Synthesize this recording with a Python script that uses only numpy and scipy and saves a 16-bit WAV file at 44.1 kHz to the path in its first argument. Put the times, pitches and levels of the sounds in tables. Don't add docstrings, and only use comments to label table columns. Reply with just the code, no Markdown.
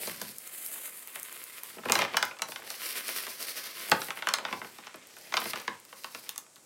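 import sys
import numpy as np
from scipy import signal
from scipy.fft import rfft, irfft
from scipy.io import wavfile
from scipy.ndimage import uniform_filter1d

SR = 44100
rng = np.random.default_rng(int(sys.argv[2]) if len(sys.argv) > 2 else 0)


def pcm_store(signal):
    levels = np.round(np.clip(np.atleast_2d(signal), -1, 1) * 32767)
    wavfile.write(sys.argv[1], SR, levels.astype(np.int16).T)


def ratio(d):
    e = np.asarray(d, float) / 20
    return 10 ** e


N = 293265

# (time [s], bright creases [dB], broad creases [dB])
TISSUE_LEVELS = [(0.0, -41.5, -54), (0.05, -38.5, -45.5), (0.22, -50, -52.5), (0.44, -46.5, -57),
                 (0.61, -37.5, -56), (0.8, -42, -63), (1.0, -49, -63), (1.18, -45, -62), (1.37, -47.5, -57),
                 (1.67, -51.5, -59), (1.87, -59.5, -62), (1.94, -45.5, -58), (2.05, -50, -47),
                 (2.09, -64, -65), (2.22, -56, -48), (2.43, -66, -70), (2.52, -47.5, -52), (2.63, -59, -62),
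                 (2.76, -42, -43.5), (2.87, -40.5, -45), (2.93, -42, -46), (3.41, -41.5, -44),
                 (3.7, -47, -47), (3.96, -43, -50), (4.43, -63.5, -66), (4.52, -54, -51),
                 (4.76, -59.5, -64), (4.98, -73, -67), (5.17, -55.5, -54), (5.31, -55, -58),
                 (5.48, -44, -47), (5.52, -47, -46.5), (5.63, -59, -59.5), (5.78, -68, -69),
                 (5.91, -58, -60), (6.22, -49.5, -51.5), (6.48, -75, -84), (6.65, -69, -80)]
# (time [s], wall [dB], air inside [dB], table rumble [dB])
BAG_LEVELS = [(0.0, -46, -45.5, -60), (0.13, -45.5, -54, -55.5), (0.31, -55, -61, -62),
              (0.52, -48.5, -55, -81), (0.8, -49, -52.5, -78), (0.98, -57, -66, -80),
              (1.17, -47.5, -57, -79), (1.35, -50.5, -57, -81), (1.63, -53, -61.5, -80),
              (1.8, -55.5, -60, -61), (1.93, -48, -45, -60), (2.02, -31, -34.5, -58),
              (2.07, -43, -47.5, -59), (2.2, -49, -50, -76), (2.5, -64, -59, -77), (2.8, -42, -50, -72),
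              (2.89, -42.5, -49.5, -79), (3.26, -43.5, -50, -69), (3.48, -45.5, -50.5, -77),
              (3.74, -45.5, -53.5, -71), (3.93, -41.5, -46.5, -68), (4.09, -53, -55.5, -72),
              (4.3, -43, -45, -69), (4.41, -53, -46.5, -67), (4.48, -47, -48, -70), (4.61, -58, -51.5, -68),
              (4.7, -57.5, -64, -70), (4.91, -54, -63, -82), (5.18, -54, -56, -69), (5.37, -51, -54, -70),
              (5.52, -46, -54, -69), (5.56, -45.5, -46, -67), (5.68, -54, -63, -78),
              (5.83, -60, -66.5, -72), (6.24, -55, -58, -76), (6.33, -50, -61, -72), (6.48, -73, -81, -84),
              (6.65, -71, -73, -78)]
# (time [s], peak [dB], edge [dB], air [dB], boom [dB], time to ring down by 60 dB [s])
BUCKLES = [(0.073, -33, 6.5, 2, -1, 0.041), (0.215, -28, 3, -7, -8, 0.034),
           (0.758, -41.5, -16, -6, -20, 0.05), (0.877, -41.5, -14, -1, -19, 0.05),
           (1.019, -50, -15, -3, -22, 0.04), (1.073, -42.5, -10, -5, -30, 0.043),
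           (1.118, -58, -13, 2, -20, 0.039), (1.159, -36, -19, 2, -14, 0.066),
           (1.322, -40.5, -18, -1, -13, 0.033), (1.589, -51, -13, -3, -24, 0.043),
           (1.632, -40, -7, -1, -21, 0.046), (1.702, -45, -14, 0, -20, 0.055),
           (1.767, -43.5, -33, -18, 4.5, 0.038), (1.783, -35.5, -22, -25, -7, 0.05),
           (1.835, -34, -20, -20, -12, 0.045), (1.856, -24, -22, -7, -5.5, 0.044),
           (1.886, -22, -15, -12, -17, 0.046), (1.898, -18, -9, -8, -10, 0.047),
           (1.921, -16.5, -4, -10, -25, 0.058), (1.954, -16.5, 1, -14, -15.5, 0.057),
           (1.99, -16, -6, -6, -16, 0.046), (2.019, -21, -1, -18, -13, 0.05),
           (2.02, -19, -20, -31, -18, 0.038), (2.049, -24.5, -7, -25, -19, 0.042),
           (2.143, -21.5, -22, -21, -16.5, 0.085), (2.169, -11.5, 0, -10, -36, 0.045),
           (2.227, -13.5, -2, -20, -25, 0.038), (2.312, -34.5, -27, -32, -18, 0.044),
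           (2.311, -32, -20, -29, -25, 0.059), (2.368, -41, -13, -17, -27, 0.05),
           (2.393, -36, -10, -11, -18, 0.074), (2.42, -20.5, 5.5, -2.5, -22, 0.05),
           (2.486, -35.5, -3, -1, -3, 0.035), (2.52, -31.5, 2.5, -7, -23, 0.039),
           (2.56, -27.5, 3.5, -25, -33, 0.037), (2.591, -40, -14, -10, -9, 0.05),
           (2.62, -38.5, -9, -16, -16, 0.046), (2.703, -33, 6, 5.5, -23, 0.053),
           (3.082, -32.5, 6, 10, -14, 0.05), (3.151, -41, -6, -1, -16, 0.05),
           (3.267, -32, -1, 3, -14, 0.067), (3.886, -39, -4, -8, -3, 0.086),
           (3.917, -13, -13, -16, -24, 0.028), (3.917, -6.5, -9.5, -17, -13, 0.046),
           (4.018, -27.5, 4, -10, -27, 0.038), (4.085, -30.5, -6, -13, -9, 0.048),
           (4.105, -23.5, -2, -15, -29, 0.044), (4.172, -29, -25, -24, -29, 0.038),
           (4.223, -22.5, -13, -22, -26, 0.042), (4.271, -17.5, -7, -11, -24.5, 0.046),
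           (4.288, -18.5, 4.5, -5, -29.5, 0.032), (4.338, -15.5, -1, 0, -35, 0.042),
           (4.385, -26.5, -6, -9, -23, 0.047), (4.451, -21.5, -2.5, -40, -19, 0.035),
           (4.483, -29, -27, -27, -22, 0.05), (4.511, -32.5, -21, -26, -7, 0.05),
           (4.527, -23, -9, -15, -13.5, 0.062), (4.616, -27.5, -26, -28, -11, 0.039),
           (4.646, -33.5, -10, -22, -8, 0.035), (4.785, -35.5, -4, -6, -12, 0.044),
           (4.869, -34, 2, -30, -16, 0.039), (4.943, -39, -1, -8, -6.5, 0.067),
           (5.167, -37.5, -7, 1, -20, 0.046), (5.323, -26, -4, -21, -18, 0.034),
           (5.34, -15.5, -5, -28, -21, 0.032), (5.369, -16.5, 1, -21, -21, 0.042),
           (5.375, -17.5, -1, -26, -25, 0.03), (5.417, -27, -12, -8, -10, 0.036),
           (5.456, -24.5, -9, -18, -9.5, 0.036), (5.534, -22.5, -11, -11, -16, 0.044),
           (5.558, -28, -5, -5, -19, 0.05), (5.6, -35.5, 1, -1, -16, 0.05),
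           (5.679, -21, -7, -25, -17.5, 0.039), (5.68, -27.5, -25, -34, -12, 0.057),
           (5.851, -51.5, 5, -1, -18, 0.041), (5.927, -34.5, -14, -25, -15, 0.039),
           (6.046, -48, -13, -18, -16, 0.039), (6.044, -26.5, -1, -6, -20, 0.038),
           (6.148, -29, -2.5, -7, -16, 0.043), (6.242, -56, -4, -7, -17, 0.044),
           (6.292, -36.5, 16, 4, -25, 0.032), (6.36, -40, 5, 8, -31, 0.05),
           (6.379, -37, 12.5, 5, -25, 0.039), (6.464, -53.5, -1, -8, -19, 0.05),
           (6.563, -49, -1, -10, -17, 0.046)]
# (time [s], peak [dB], broad part relative to it [dB])
SHARP_CREASES = [(0.217, -20, -18), (0.3646, -33, -19), (0.384, -20.5, -19), (0.475, -24.5, -19),
                 (0.554, -44, -19), (0.5746, -31, -23), (0.6627, -17, -25), (0.876, -24, -25),
                 (0.993, -28, -24), (1.074, -25.5, -24), (1.1568, -24, -18), (1.198, -22, -19),
                 (1.2306, -17.5, -19), (1.323, -38, -20), (1.3265, -26, -24), (1.3573, -36, -26),
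                 (1.3763, -32, -20), (1.4395, -23, -20), (1.6217, -43, -19), (1.6343, -21.5, -16),
                 (1.7005, -32, -15), (1.8272, -41, -17), (1.8967, -29, 11), (1.921, -12, 15.5),
                 (1.954, -28, -3), (1.988, -26, -3), (2.1703, -17, 7), (2.2285, -19, -5), (2.252, -21, 1),
                 (2.3885, -39.5, 15), (2.42, -34, 10), (2.4204, -25, -4), (2.4877, -29, -3),
                 (2.7033, -26, 3), (3.0796, -24, -3), (3.1487, -29, -12), (3.897, -41.5, 10),
                 (3.898, -18, -12.5), (3.915, -17, 7), (3.916, -39.5, 18.5), (4.066, -36, -12),
                 (4.271, -38, 1), (4.2872, -25, 3), (4.339, -16, 13.5), (4.9586, -34, -3),
                 (5.071, -33, -15), (5.186, -32, -23), (5.3402, -34, 16.5), (5.373, -32, 14),
                 (5.374, -24, 6), (5.402, -19, -16), (5.5014, -28, -11), (5.617, -30, -12),
                 (5.6782, -40, 13.5), (5.8002, -35, -8), (5.8511, -36, -18), (6.0368, -34, 10.5),
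                 (6.2926, -14, 0), (6.3792, -16, -20), (6.559, -38.5, 9.5)]
# (frequency [Hz], width [Hz], level [dB])
WALL_RINGS = [(248, 30, -16), (555, 22, 3), (960, 210, 12.5), (1240, 49, 3.5), (2060, 740, 2.5),
              (2680, 71, -14), (3080, 110, -2.5), (4340, 230, -24)]
SNAP_COLOUR_HZ = [70, 400, 1100, 2600, 5700, 11500, 16500]
# (frequency [Hz], level per Hz [dB])
HUSH_COLOUR = [(24, -48), (40, -16.5), (118, -1), (542, 3), (3060, -11), (7930, 1.5), (16000, -20.5)]


def unit(x):
    return x / np.sqrt(np.mean(x ** 2))


def curves(table):
    times, *columns = np.transpose(table)
    t = np.arange(N) / SR
    return [ratio(np.interp(t, times, column)) for column in columns]


def band(x, lo_hz, hi_hz, order=2):
    sos = signal.butter(order, [lo_hz, hi_hz], "bandpass", fs=SR, output="sos")
    return signal.sosfilt(sos, x)


def add(out, start_s, sound):
    i = int(start_s * SR)
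    out[i:i + len(sound)] += sound[:N - i]


def wander(rate_hz):
    hold = int(SR / rate_hz)
    steps = np.repeat(rng.standard_normal(N // hold + 1), hold)
    return uniform_filter1d(steps, hold // 2 + 1)[:N]


def hand_grip():
    return ratio(3.2 * wander(25) + 1.77 * wander(90))


def patter(rate_hz, spread_db, blur_db, grip):
    happens = rng.random(N) < rate_hz / SR
    size_db = np.minimum(spread_db * rng.exponential(size=N), 22)
    direction = np.sign(rng.standard_normal(N))
    clicks = happens * ratio(size_db) * direction
    blur = ratio(blur_db) * rng.standard_normal(N)
    return (unit(clicks) + blur) * grip


def tissue_patter(grip):
    bright_gain, broad_gain = curves(TISSUE_LEVELS)
    creases = patter(3000, 2.7, 0.5, grip)
    bright = unit(band(creases, 7800, 14650))
    broad = unit(band(creases, 4100, 6310))
    return bright_gain * bright + broad_gain * broad


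def bag_rustle(grip):
    wall_gain, cavity_gain, table_gain = curves(BAG_LEVELS)
    creases = patter(900, 3.6, -1.9, grip)
    rung = creases.copy()
    for hz, width_hz, db in WALL_RINGS:
        rung += ratio(db - 5) * band(creases, hz - width_hz / 2, hz + width_hz / 2, order=1)
    wall = unit(band(rung, 966, 3530))
    cavity = unit(band(rung, 287, 900))
    rumble = unit(band(patter(300, 3.6, 2.6, grip), 92, 250))
    return wall_gain * wall + cavity_gain * cavity + table_gain * rumble


def hush():
    hz = np.maximum(np.fft.rfftfreq(N, 1 / SR), 1)
    point_hz, point_db = np.transpose(HUSH_COLOUR)
    colour = ratio(np.interp(np.log(hz), np.log(point_hz), point_db))
    noise = irfft(rfft(rng.standard_normal(N)) * colour, N)
    return ratio(-59.5) * unit(noise)


def room(x):
    t60_s, level_db = 0.29, -9.5
    t = np.arange(int(0.4 * SR)) / SR
    noise = rng.standard_normal((2, len(t))) * (t > 0.004)
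    low = band(noise[0], 91, 1770, order=1) * ratio(-60 * t / t60_s)
    high = band(noise[1], 2740, 14200, order=1) * ratio(-60 * t / (0.57 * t60_s))
    tail = low + 0.84 * high
    tail = ratio(level_db) * tail / np.sqrt(np.sum(tail ** 2))
    return signal.fftconvolve(x, tail)[:N]


def buckle_snaps():
    count = 56
    out = np.zeros(N)
    t = np.arange(6000) / SR
    slot = np.arange(count)[:, None]
    for start_s, peak_db, edge_db, air_db, boom_db, t60_s in BUCKLES:
        place, turn, size = rng.random((3, count, 1))
        hz = 90 * (16000 / 90) ** ((slot + place) / count)
        colour_db = [boom_db - 21.5, boom_db, -1.5, -0.5, edge_db, air_db, air_db - 12.5]
        tone_db = np.interp(np.log(hz), np.log(SNAP_COLOUR_HZ), colour_db) + 8.8 * (size - 1)
        since = np.maximum(t - 0.002165 * np.sqrt(1000 / hz), 0)
        ring_s = t60_s * (1000 / hz) ** 0.84 + 0.0048
        swell = 1 - np.exp(-since * hz * 2.2)
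        fade = np.exp(-np.log(1000) * since / ring_s)
        tones = ratio(tone_db) * swell * fade * np.sin(2 * np.pi * (hz * since + turn))
        add(out, start_s - 0.0012, ratio(peak_db - 6.5) * tones.sum(axis=0))
    return out


def tissue_ticks():
    out = np.zeros(N)
    t = np.arange(400) / SR
    for start_s, peak_db, broad_db in SHARP_CREASES:
        burst = rng.standard_normal(len(t)) * np.exp(-t / 0.00086)
        bright = band(burst, 6760, 15900)
        broad = band(burst, 2100, 7900)
        tick = bright / abs(bright).max() + ratio(broad_db - 5) * broad / abs(broad).max()
        add(out, start_s, ratio(peak_db - 1) * tick)
    return out


def scene():
    grip = hand_grip()
    bag_grip = grip * ratio(1.14 * wander(40))
    paper = tissue_patter(grip) + bag_rustle(bag_grip) + buckle_snaps() + tissue_ticks()
    return (paper + room(paper) + hush())[None]


def band_limit(x):
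    return signal.sosfilt(signal.butter(12, 17000, fs=SR, output="sos"), x)


def record(dry):
    bass_cut = signal.butter(2, 90, "highpass", fs=SR, output="sos")
    top_cut = signal.ellip(8, 0.2, 50, 15900, fs=SR, output="sos")
    mix = signal.sosfilt(top_cut, signal.sosfilt(bass_cut, dry))
    return band_limit(mix)


dry = scene()
out = record(dry)
pcm_store(out)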